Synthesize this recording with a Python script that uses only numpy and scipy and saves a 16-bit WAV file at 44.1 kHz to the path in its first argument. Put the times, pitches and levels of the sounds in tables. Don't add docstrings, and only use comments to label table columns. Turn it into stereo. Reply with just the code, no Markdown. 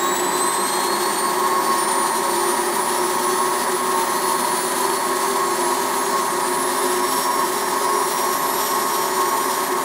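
import sys
import numpy as np
from scipy import signal
from scipy.fft import rfft, irfft, next_fast_len
from scipy.io import wavfile
from scipy.ndimage import map_coordinates

SR = 44100
rng = np.random.default_rng(int(sys.argv[2]) if len(sys.argv) > 2 else 0)


def to_wav(sig):
    pcm = np.clip(np.atleast_2d(sig), -1, 1) * 32767
    pcm = np.round(pcm).astype(np.int16)
    wavfile.write(sys.argv[1], SR, pcm.T)


N = 433944

SLOTS, TOP_SPEED = 18, 357.16
TOP_HZ = 15680
# motor turns each, tight spot t/s, swell/dB
CHUCK, PULLEY, BELT = (38.02, 0.002, .5), (21.99, 0.067, .4), (141, 0.034, .35)
# speed still to gain/Hz, time constant/s
RUN_UP_STAGES = [(43.21, 1.9), (102.09, 9.7)]
# multiple of the slot rate, level/dB, base level of the side tones/dB
SLOT_HARMONICS = [(1, -43, -47), (2, -55.5, -58.5), (3, -49, -54), (4, -36, -55)]
# order (multiple of the motor speed), level/dB
FAVOURED_ORDERS = [(16, -46), (31, -53), (33, -48), (43, -44), (50, -50), (55, -48), (61, -50.5)]
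# f/Hz, level/dB
HOUSING_RESPONSE = [(2000, -4.5), (3000, -3), (4300, 1.5), (5000, -3), (5500, -1), (6500, -.5), (7500, 0),
                    (8500, 1.5), (9400, 3), (10500, -1), (12000, 2), (13000, 1.5), (14500, 2.5), (15600, 3)]
# order, f/Hz, width/Hz, level/dB
HOUSING_MODES = [(12, 3673, 46, -43.8), (12, 3765, 36, -46.4), (14, 3290, 70, -41), (15, 4362, 133, -39.4),
                 (16, 3590, 90, -37.5), (16, 4968, 52, -41.7), (17, 4427, 183, -42.4),
                 (17, 5367, 45, -37.1), (18, 3860, 260, -38), (18, 4270, 220, -32), (18, 5540, 16, -37.5),
                 (18, 5625, 70, -37), (18, 5728, 40, -37), (20, 5361, 109, -44.0), (21, 5368, 50, -36),
                 (21, 6519, 62, -43.8), (22, 6050, 330, -43.5), (22, 6699, 202, -46.0),
                 (22, 6928, 157, -45.4), (25, 7479, 252, -43.6), (26, 8147, 137, -39.2),
                 (29, 8639, 351, -44.8), (30, 9140, 222, -37.6), (30, 9518, 89, -39.2),
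                 (32, 9430, 336, -38.6), (32, 10120, 240, -42.9), (33, 9480, 448, -39.7),
                 (34, 10604, 369, -43.0), (35, 7956, 646, -41.2), (35, 9120, 368, -36.8),
                 (36, 7740, 210, -27), (36, 8080, 220, -27.5), (36, 8620, 400, -38), (36, 9230, 200, -33.5),
                 (36, 9920, 620, -29.5), (36, 10470, 220, -36), (36, 10980, 70, -34), (36, 11290, 220, -37),
                 (37, 8666, 565, -39.8), (37, 9428, 336, -35.0), (37, 10592, 327, -39.5),
                 (38, 9162, 532, -36.2), (38, 11996, 225, -40.1), (39, 11885, 268, -43.4),
                 (41, 11791, 422, -44.1)]
# t/s, level/dB
CONTACT_DRIFT = [(0.0, -1.4), (1.05, 1.1), (1.18, -0.7), (3.03, 0.2), (4.33, -0.5), (4.57, 1.6),
                 (5.06, -0.5), (5.27, 1.1), (5.44, -1.6), (5.57, 0.1), (6.49, -0.9), (7.16, 1.6),
                 (7.29, -0.1), (8.54, 0.2), (8.75, 1.4), (9.04, 0.3), (9.42, 0.8), (9.84, -1.3)]
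# f/Hz, level/dB
HISS_SPECTRUM = [(1500, -8), (2700, -2), (3300, 2), (4300, 3), (4900, -2), (6200, 0), (7500, 0.5),
                 (9500, 1.1), (10700, -1.5), (12200, -1.5), (13500, -6)]
# order, level/dB
GEAR_TONES = [(0.842, -29.1), (0.868, -30.4), (1.181, -29.6), (1.324, -25.1), (1.466, -30.5),
              (1.632, -32.1), (1.808, -32.2), (2.119, -29.5), (2.892, -33.7), (3.06, -33.7), (3.205, -28.5),
              (3.447, -34.9), (3.517, -31.8), (3.614, -32.5), (4.235, -34.0), (5.001, -36.4),
              (7.001, -28.0), (7.95, -34.3)]
# f/Hz, level/dB
HEADSTOCK_RESPONSE = [(25, -46), (100, -41), (150, -23), (230, -17), (310, -23), (480, -28.5), (540, -15),
                      (700, -18.5), (1050, -17.5), (1290, -16), (1380, -24), (1750, -19), (2200, -25.5),
                      (2600, -36.5), (3600, -53), (6000, -100)]
# f/Hz, width/Hz, level/dB
HEADSTOCK_MODES = [(259, 19, -13.5), (362, 25, -3.7), (392, 11, -7.5), (413, 14, -13.9), (719, 7, -17.4),
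                   (778, 37, -17.8), (852, 29, -10.9), (898, 21, -10.5), (916, 12, -4.9), (961, 15, -5.6),
                   (987, 31, -5.7), (1154, 18, -15.5), (1258, 11, -16.0), (1595, 19, -21.8),
                   (1652, 10, -17.5), (1860, 17, -14.6), (1902, 42, -20.5)]
# t/s, level/dB
RING_LEVELS = [(0.0, -30.5), (1.26, -32), (1.47, -24), (2.51, -35), (3.18, -29), (3.31, -33.5), (4.27, -29),
               (4.78, -38.5), (5.23, -28), (5.86, -32), (6.11, -27.5), (7.12, -32), (7.33, -26.4),
               (7.5, -31), (8.17, -28.5), (9.84, -31)]
# f/Hz, t60/s
ROOM_DECAY = [(150, .3), (1500, .3), (12000, .2)]
# f/Hz, level/dB
ROOM_LEVELS = [(80, -13), (170, -20), (380, -12), (650, -7.5), (1050, -19), (1300, -7.5), (1900, -14),
               (3000, -11), (5000, -11.5), (7000, -13.5), (10000, -12.5), (12500, -35)]
# f/Hz, level/dB
MIC_BALANCE = [(60, 1), (170, -2.5), (380, -0.5), (750, 0), (960, -1.2), (1084, 1.8), (1220, 2.2),
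               (1600, 2.2), (4400, 1), (8120, 1.5), (15000, -1.5)]
# f/Hz, phase/rad
MIC_LEAD = [(0, 0), (260, -1.1), (780, -0.3), (1380, -0.4), (2150, 0.0), (3270, -0.2), (4390, -0.0),
            (5250, -0.2), (7670, 0.1), (8010, -0.1), (8270, -0.0), (11200, -0.1), (12100, -0.0),
            (16500, -0.0)]


def amp(db):
    return 10 ** (np.asarray(db) / 20)


def unit(x):
    return x / np.sqrt(np.mean(np.abs(x) ** 2) + 1e-20)


def along(points, hz):
    f, values = np.transpose(points)
    return np.interp(np.log(hz + 1), np.log(f + 1), values)


def timeline(points):
    return np.interp(np.arange(N) / SR, *np.transpose(points))


def wander(position):
    grid = np.arange(0, 2048, 1 / 8)
    return np.interp(position, grid, map_coordinates(rng.standard_normal(2048), [grid]))


def wobble(rate):
    return wander(np.arange(N) * rate / SR)


def filtered(x, response):
    size = next_fast_len(N + SR // 2)
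    return irfft(rfft(x, size) * response(np.fft.rfftfreq(size, 1 / SR)), size)[..., :N]


def noise(response):
    return unit(filtered(rng.standard_normal(N), response))


def tone(turns):
    return np.sqrt(2) * np.sin(2 * np.pi * (turns + rng.random()))


def resonance(hz, centre, width):
    return 1 / (1 + (4 / 3 * (hz - centre) / width) ** 2)


def run_up():
    t = np.arange(N) / SR
    return TOP_SPEED - sum(gap * np.exp(-t / lag_s) for gap, lag_s in RUN_UP_STAGES)


def binding(turns, part, lag_s=0):
    ratio, tight_s, _ = part
    tight_turns = np.interp(tight_s + lag_s, np.arange(N) / SR, turns)
    return np.cos(2 * np.pi * (turns - tight_turns) / ratio)


def shaft(speed):
    turns = np.cumsum(speed) / SR
    return turns + .002 * binding(turns, CHUCK) + .001 * wobble(25) + .001 * wobble(190)


def brush_contact(turns, flutter_db=.5):
    load_db = sum(part[2] * binding(turns, part) for part in (CHUCK, PULLEY, BELT))
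    return timeline(CONTACT_DRIFT) + load_db + flutter_db * wobble(18)


def armature_overtone(order, bed_db=-51, even_db=2.2, bed_fall_db=3, side_fall_db=1.5):
    floor_db = bed_db + even_db * (order % 2 == 0) - bed_fall_db * max(order - 2 * SLOTS, 0)
    power = amp(floor_db) ** 2 + sum(amp(db) ** 2 for k, db in FAVOURED_ORDERS if k == order)
    for multiple, tone_db, side_db in SLOT_HARMONICS:
        away = abs(order - SLOTS * multiple)
        power += amp(side_db - side_fall_db * (away + 1) if away else tone_db) ** 2
    return np.sqrt(power)


def motor_whine(speed, turns, contact_db, whine_db=-3.0, contact_share=0.9, effort_db=-1.5,
                ripple_hz=100, flicker_db=3.5, slot_db=-0.04, slot_flicker_db=3.0, stutter_db=4.5):
    effort = (TOP_SPEED - speed) / (TOP_SPEED - speed[0])
    drive_db = effort_db * (effort - effort.mean())
    whine = np.zeros(N)
    for order in range(9, 4 * SLOTS + 1):
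        hz = order * speed
        broad = armature_overtone(order) * amp(along(HOUSING_RESPONSE, hz) + drive_db)
        peaks = sum(amp(db) * resonance(hz, f, width) for k, f, width, db in HOUSING_MODES if k == order)
        flicker = (wander(hz / ripple_hz) + wobble(8) + wobble(45)) / np.sqrt(3)
        if order % SLOTS:
            sway = amp(flicker_db * flicker)
        else:
            stutter = unit(amp(-stutter_db * np.maximum(wobble(55), 0) ** 2))
            sway = amp(slot_db + slot_flicker_db * flicker) * stutter
        whine += np.hypot(broad, peaks) * sway * (hz < TOP_HZ) * tone(order * turns)
    return whine * amp(whine_db + contact_share * contact_db)


def brush_hiss(turns, contact_db, hiss_db=-31.0, chop=0.044, chatter_db=1.5):
    pressure = (1 + chop * tone(turns)) * amp(chatter_db * wobble(80))
    friction = noise(lambda hz: amp(along(HISS_SPECTRUM, hz)))
    return amp(hiss_db + contact_db) * unit(pressure * friction)


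def headstock(hz):
    grid = np.arange(SR // 2)
    broad_power = amp(along(HEADSTOCK_RESPONSE, grid)) ** 2
    mode_power = sum((amp(db) * resonance(grid, f, width)) ** 2 for f, width, db in HEADSTOCK_MODES)
    return np.interp(hz, grid, np.sqrt(broad_power + mode_power))


def gear_hum(speed, turns, mesh_db=1, slack=0.01, waver_db=1.96):
    hum = np.zeros(N)
    for order, db in GEAR_TONES:
        play = slack * wobble(10)
        level_db = db + mesh_db + waver_db * wobble(5)
        hum += amp(level_db) * headstock(order * speed) * tone(order * turns + play)
    return hum


def gear_rattle(turns, loose_db=-25, repeating_db=-27.0, contacts=2048):
    chuck_turns = turns / CHUCK[0]
    teeth = np.interp(chuck_turns, np.arange(contacts) / contacts, rng.standard_normal(contacts), period=1)
    return amp(loose_db) * noise(headstock) + amp(repeating_db) * unit(filtered(teeth, headstock))


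def steel_ring(turns, ring_hz=1084, width_hz=18, ring_db=2, swell_db=1.6, waver_db=2.0, drift=.19):
    sway_db = swell_db * binding(turns, CHUCK, lag_s=0.098) + waver_db * wobble(14)
    firm = tone(ring_hz * np.arange(N) / SR + drift * wobble(11) + 2 * drift * wobble(3))
    blur = .42 * noise(lambda hz: resonance(hz, ring_hz, width_hz))
    return amp(timeline(RING_LEVELS) + sway_db + ring_db) * (firm + blur)


def close_pair(source):
    side = np.array([[.5], [-.5]])
    return filtered(source, lambda hz: amp(side * along(MIC_BALANCE, hz))
                    * np.exp(1j * side * along(MIC_LEAD, hz)))


def workshop_reverb(source):
    hz, t, spectrum = signal.stft(rng.standard_normal(SR // 3), SR, nperseg=256)
    decay = amp(-60 * t / along(ROOM_DECAY, hz)[:, None])
    _, tail = signal.istft(spectrum * decay, SR, nperseg=256)
    reverb = signal.fftconvolve(source, tail / np.linalg.norm(tail))[:N]
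    return filtered(reverb, lambda f: amp(along(ROOM_LEVELS, f))) * np.array([[1], [-1]])


def scene():
    speed = run_up()
    turns = shaft(speed)
    contact_db = brush_contact(turns)
    motor = motor_whine(speed, turns, contact_db) + brush_hiss(turns, contact_db)
    lathe = motor + gear_hum(speed, turns) + gear_rattle(turns) + steel_ring(turns)
    return close_pair(lathe) + workshop_reverb(lathe)


def record(dry):
    return filtered(dry, lambda hz: hz < TOP_HZ)


dry = scene()
out = record(dry)
to_wav(out)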